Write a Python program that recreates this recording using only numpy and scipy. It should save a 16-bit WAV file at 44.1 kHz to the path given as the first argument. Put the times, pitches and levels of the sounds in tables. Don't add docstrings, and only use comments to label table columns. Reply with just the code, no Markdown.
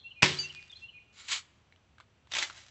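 import sys
import numpy as np
from scipy import signal
from scipy.fft import rfft, irfft, next_fast_len
from scipy.io import wavfile

SR = 44100
rng = np.random.default_rng(int(sys.argv[2]) if len(sys.argv) > 2 else 0)


def inscribe(sig):
    pcm = np.round(np.clip(np.atleast_2d(sig).T, -1, 1) * 32767)
    wavfile.write(sys.argv[1], SR, pcm.astype(np.int16))


N = 119070
T = np.arange(N) / SR

SLAM_S = .2299
RELEASE_S = .2208
CUTOFF_HZ = 9000

# frequency in Hz, relative level in dB.
SLAM_SPECTRUM = [(25, -35), (75, -3.5), (140, 3.5), (500, -3), (1300, -3.5), (2000, -1), (2600, 7),
                 (3600, -8), (5200, -3.5), (8000, -16)]


def amp(db):
    return 10 ** (np.asarray(db) / 20)


def unit(x):
    return x / np.sqrt(np.mean(x ** 2) + 1e-20)


def fade(s, t60):
    return (T >= s) * np.exp(-np.log(1000) * np.maximum(T - s, 0) / t60)


def convolve(x, response):
    return signal.fftconvolve(x, response)[:N]


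def click(s):
    return 1. * (np.arange(N) == int(s * SR))


def colour(x, points):
    size = next_fast_len(2 * N)
    hz = np.maximum(np.arange(size // 2 + 1) * SR / size, 1)
    at, db = np.transpose(points)
    gain = amp(np.interp(np.log(hz), np.log(at), db))
    gain = gain / (1 + (hz / 9500) ** 16)
    gain = gain / (1 + (at[0] / 2 / hz) ** 2)
    cepstrum = irfft(np.log(unit(gain) + 1e-7), size)
    cepstrum[1:size // 2] *= 2
    cepstrum[size // 2 + 1:] = 0
    response = np.exp(rfft(cepstrum))
    return irfft(rfft(x, size) * response, size)[:N]


def modes(table, s=0):
    return sum(amp(db) * fade(s, t60) * np.sin(2 * np.pi * hz * (T - s)) for hz, db, t60 in table)


def scatter(t60, delay=0):
    return unit(rng.standard_normal(N) * fade(delay, t60)) / np.sqrt(N)


def grains(curve, per_s, spread_db):
    signs = rng.choice([-1, 1], N)
    sizes = amp(spread_db * np.minimum(rng.exponential(1, N), 4)) * signs
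    hits = rng.random(N) < per_s / SR
    level_db = np.interp(T, *np.transpose(curve), left=-120, right=-120)
    return unit(sizes * hits) * amp(level_db)


def touch(s, chatter_t60):
    return .6 * click(s) + .8 * scatter(chatter_t60, s)


def shot():
    # frequency in Hz, relative level in dB.
    spring_spectrum = [(300, -15), (950, -15.5), (1300, -23.5), (1700, 13), (2600, 6), (3300, -7.5),
                       (4600, -14), (8000, -13)]
    rattle_spectrum = [(60, -23), (100, -5.5), (180, -6.5), (300, -3), (420, -6), (600, -11), (1300, -11),
                       (2100, -3.5), (4500, -7), (6000, -13), (7600, -17)]
    release_db, release_t60_s, release_rise_s = -17, 0.092, 0.0027
    spring_hz, spring_db, spring_t60_s, spring_roughness = 137.5, -29.5, 0.16, 0.25
    rattle_db, rattle_t60_s = -21.5, 0.37

    swell = np.clip((T - RELEASE_S) / release_rise_s, 0, 1)
    burst = rng.standard_normal(N) * swell * fade(RELEASE_S, release_t60_s)
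    release = colour(burst, SLAM_SPECTRUM)

    overtones = np.arange(1, int(CUTOFF_HZ / spring_hz))
    surge = unit(sum(np.cos(2 * np.pi * (k * spring_hz * T + rng.random())) for k in overtones))
    buzz = surge + spring_roughness * rng.standard_normal(N)
    spring = colour(buzz * fade(SLAM_S, spring_t60_s), spring_spectrum)

    impacts = grains([(0, 0.0023), (1, 0)], per_s=1200, spread_db=-1.0)
    rattle = colour(impacts * fade(RELEASE_S, rattle_t60_s), rattle_spectrum)
    return amp(release_db) * release + amp(spring_db) * spring + amp(rattle_db) * rattle


def slam():
    return -amp(10) * colour(click(SLAM_S), SLAM_SPECTRUM)


def boom():
    # frequency in Hz, level in dB, t60 in seconds.
    boom_modes = [(88.4, -45.5, .9), (145, -33, .6), (373, -31.5, 0.49), (970, -29.5, 0.15)]
    return modes(boom_modes, SLAM_S)


def target():
    # frequency in Hz, level in dB, undamped t60 in seconds.
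    target_modes = [(2935, -38, 0.24), (4666, -22.5, 0.16), (4530, -44, 0.34), (6206, -43.5, 1.2),
                    (6940, -42.5, 0.27)]
    hit_s, hold_s, damped_t60_s, tail_db = .3865, 0.07, 0.066, -23.5
    damp_s = hit_s + hold_s
    hold = np.where(T < damp_s, 1, fade(damp_s, damped_t60_s))
    damping = np.maximum(hold, amp(tail_db))
    onset = 1 - fade(hit_s, 0.024)
    ping = modes(target_modes, hit_s) * damping * onset
    return ping + amp(-23) * convolve(ping, scatter(.7, .02))


def ticks():
    # time in seconds, relative level in dB.
    tick_hits = [(0.518, -47.5), (0.527, -37), (0.5488, -27), (0.574, -35), (0.6268, -31), (0.717, -35)]
    # time in seconds, relative level in dB.
    settle_curve = [(.33, -44.5), (.45, -55.5), (.6, -66.5), (.81, -68.5), (.87, -76.5)]
    # frequency in Hz, relative level in dB.
    tick_spectrum = [(600, -15.5), (1800, 0), (5000, -2), (8000, -9.5)]
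    dry_ticks = sum(amp(db) * scatter(0.004, s) for s, db in tick_hits)
    crackle = grains(settle_curve, per_s=1500, spread_db=4.5)
    return colour(dry_ticks + crackle, tick_spectrum)


def pellets():
    # time in seconds, relative level in dB.
    creep_curve = [(1.125, -69), (1.16, -61.5), (1.2, -49.5), (1.225, -55), (1.28, -53.5), (1.36, -41.5),
                   (1.41, -61)]
    slide_curve = [(1.279, -52), (1.284, -38.5), (1.31, -33), (1.323, -28.5), (1.355, -36), (1.39, -41.5),
                   (1.42, -67), (1.46, -70)]
    # frequency in Hz, relative level in dB.
    pellet_spectrum = [(200, -33.5), (500, -27.5), (1040, -10), (2300, -3.5), (3200, -1.5), (4400, -2),
                       (5500, -8.5), (7100, -5), (8000, -9), (10400, -39.5)]
    # frequency in Hz, relative level in dB, t60 in seconds.
    tube_modes = [(1500, -33.5, 0.036), (2300, -28.5, 0.014), (3875, -24.5, 0.0061), (7300, -25.5, .022)]
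    impacts_per_s, spread_db = 5000, 2.5
    rolling = grains(creep_curve, impacts_per_s, spread_db)
    rush = grains(slide_curve, impacts_per_s, spread_db)
    flow = colour(rolling + rush, pellet_spectrum)
    tube_ring = convolve(rolling, modes(tube_modes))
    return amp(-1.5) * flow + amp(0.5) * tube_ring


def lever():
    # time in seconds, relative level in dB, rattle pitch in Hz.
    teeth = [(2.3155, -30, 3610), (2.3195, -15.5, 3700), (2.3365, -10.5, 3460), (2.3511, -9.5, 2090),
             (2.3669, -8.5, 2540), (2.385, -9, 2390), (2.3881, -8.5, 3780), (2.411, -29, 4150),
             (2.4258, -8, 2110), (2.428, -11.5, 4030)]
    # time in seconds, relative level in dB.
    scrape_curve = [(2.285, -77), (2.311, -55.5), (2.318, -49), (2.355, -32.5), (2.395, -33.5), (2.42, -33),
                    (2.44, -35), (2.485, -50), (2.535, -59), (2.57, -49.5), (2.7, -64.5)]
    rustle_curve = [(2.47, -55.5), (2.7, -64)]
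    # frequency in Hz, relative level in dB.
    lever_spectrum = [(47, -50.5), (80, -17.5), (163, -23), (388, -13.5), (480, -22), (580, -10),
                      (1810, -5.5), (2940, -4), (7410, -9), (8000, -15), (10400, -44.5)]
    # frequency in Hz, relative level in dB, t60 in seconds.
    action_modes = [(2058, -48, 0.082), (2290, -50.5, 0.11), (3550, -51.5, .08), (4040, -46.5, 0.099)]
    pawl_chatter_t60_s = .011
    rattle_db, rattle_t60_s, rattle_width_hz = -4.5, 0.05, 440

    scrape = amp(-4) * grains(scrape_curve, per_s=4400, spread_db=0.6)
    rustle = grains(rustle_curve, per_s=310, spread_db=3)
    drive = scrape + rustle
    for s, db, hz in teeth:
        band = signal.iirpeak(hz, hz / rattle_width_hz, fs=SR)
        narrow = signal.lfilter(*band, scatter(rattle_t60_s, s) + 1e-18)
        rattle = unit(narrow) / np.sqrt(N)
        drive = drive + amp(db) * (touch(s, pawl_chatter_t60_s) + amp(rattle_db) * rattle)
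    body = colour(drive, lever_spectrum)
    return body + convolve(body, modes(action_modes))


def handling():
    # time in seconds, relative level in dB, ring pitch in Hz.
    hand_knocks = [(1.724, -33.5, 2300), (1.761, -37, 3090), (1.983, -29, 1624), (2.001, -23.5, 1200),
                   (2.007, -27.5, 1500), (2.272, -33, 1000), (2.4991, -15.5, 1430), (2.507, -21, 1400)]
    # frequency in Hz, relative level in dB.
    stock_spectrum = [(150, -11), (500, -15), (1300, -0.5), (4000, -1.5), (5000, -17), (8000, -15.5)]
    ring_db, ring_t60_s = -19.5, 0.011
    knocks = np.zeros(N)
    for s, db, hz in hand_knocks:
        ring = modes([(hz, ring_db, ring_t60_s)], s)
        knocks += amp(db) * (touch(s, chatter_t60=.028) + ring)
    return amp(-5.5) * colour(knocks, stock_spectrum)


def bird():
    # start in seconds, level offset in dB.
    phrases = [(-.077, -1), (0.311, 3.5), (0.7, -1.5)]
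    # delay in seconds, length in seconds, first, middle and last pitch in Hz,
    # level in dB before the phrase offset, trill depth in Hz.
    notes = [(-.006, 0.022, 3660, 3600, 3564, -45, 50.5), (0.021, 0.023, 3576, 3320, 3220, -42.5, 99.5),
             (0.05, 0.033, 3920, 4105, 4330, -45, 70), (0.112, 0.06, 2690, 2718, 2810, -40.5, 1),
             (0.179, 0.03, 3084, 2905, 2926, -44, 134), (0.227, 0.071, 2470, 2455, 2490, -48, -0.5),
             (0.272, 0.021, 2484, 2400, 2050, -52, 140.5)]
    trill_hz, trees_db, trees_t60_s = 168, -7.5, 0.65
    lead = int(.15 * SR)
    t = np.arange(-lead, N) / SR
    song = np.zeros(lead + N)
    for start, phrase_db in phrases:
        for delay, length, first, middle, last, db, trill_depth in notes:
            on = (t > start + delay) & (t < start + delay + length)
            u = (t[on] - start - delay) / length
            glide = np.interp(u, [0, .5, 1], [first, middle, last])
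            trill = trill_depth * np.sin(2 * np.pi * (trill_hz * t[on] + rng.random()))
            swell = np.abs(np.sin(np.pi * u)) ** 1.4
            whistle = np.sin(2 * np.pi * np.cumsum(glide + trill) / SR)
            song[on] += amp(db + phrase_db) * swell * whistle
    echo = signal.fftconvolve(song, scatter(trees_t60_s, 0.013))[lead:lead + N]
    return song[lead:] + amp(trees_db) * echo


def insect():
    tone_hz, width_hz, pulse_hz, level_db = 5940, 110, 52, -88.5
    radius = np.exp(-np.pi * width_hz / SR)
    angle = 2 * np.pi * tone_hz / SR
    resonance = signal.lfilter([1], [1, -radius * np.exp(1j * angle)], rng.standard_normal(N))
    tone = np.cos(np.angle(resonance))
    return amp(level_db) * tone * (1 + np.sin(2 * np.pi * pulse_hz * T))


def hush():
    # frequency in Hz, relative level in dB.
    hush_spectrum = [(25, -14), (82, -0.5), (230, -15.5), (470, -19.5), (900, -21.5), (1840, -25.5),
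                     (2830, -24), (4070, -30.5), (5710, -35.5), (8000, -37.5), (10400, -66)]
    return amp(-66) * colour(rng.standard_normal(N), hush_spectrum)


def porch_and_yard():
    # frequency in Hz, relative level in dB.
    yard_spectrum = [(80, 2), (1500, -2), (4000, -10.5), (8000, -12)]
    porch = amp(-8.5) * scatter(.13, 0.0034)
    yard = amp(-33) * colour(scatter(0.87, 0.058), yard_spectrum)
    return porch + yard


def scene():
    gun = shot() + slam() + ticks() + pellets() + lever() + handling()
    echoes = convolve(gun, porch_and_yard())
    beyond = target() + bird() + insect() + hush()
    return (gun + echoes + boom() + beyond)[None]


def record(dry):
    clipped = np.clip(dry, -.95, .95)
    low_cut = signal.butter(2, 55, "high", fs=SR, output="sos")
    top_cut = signal.cheby2(16, 75, CUTOFF_HZ, fs=SR, output="sos")
    return signal.sosfilt(top_cut, signal.sosfilt(low_cut, clipped))


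dry = scene()
out = record(dry)
inscribe(out)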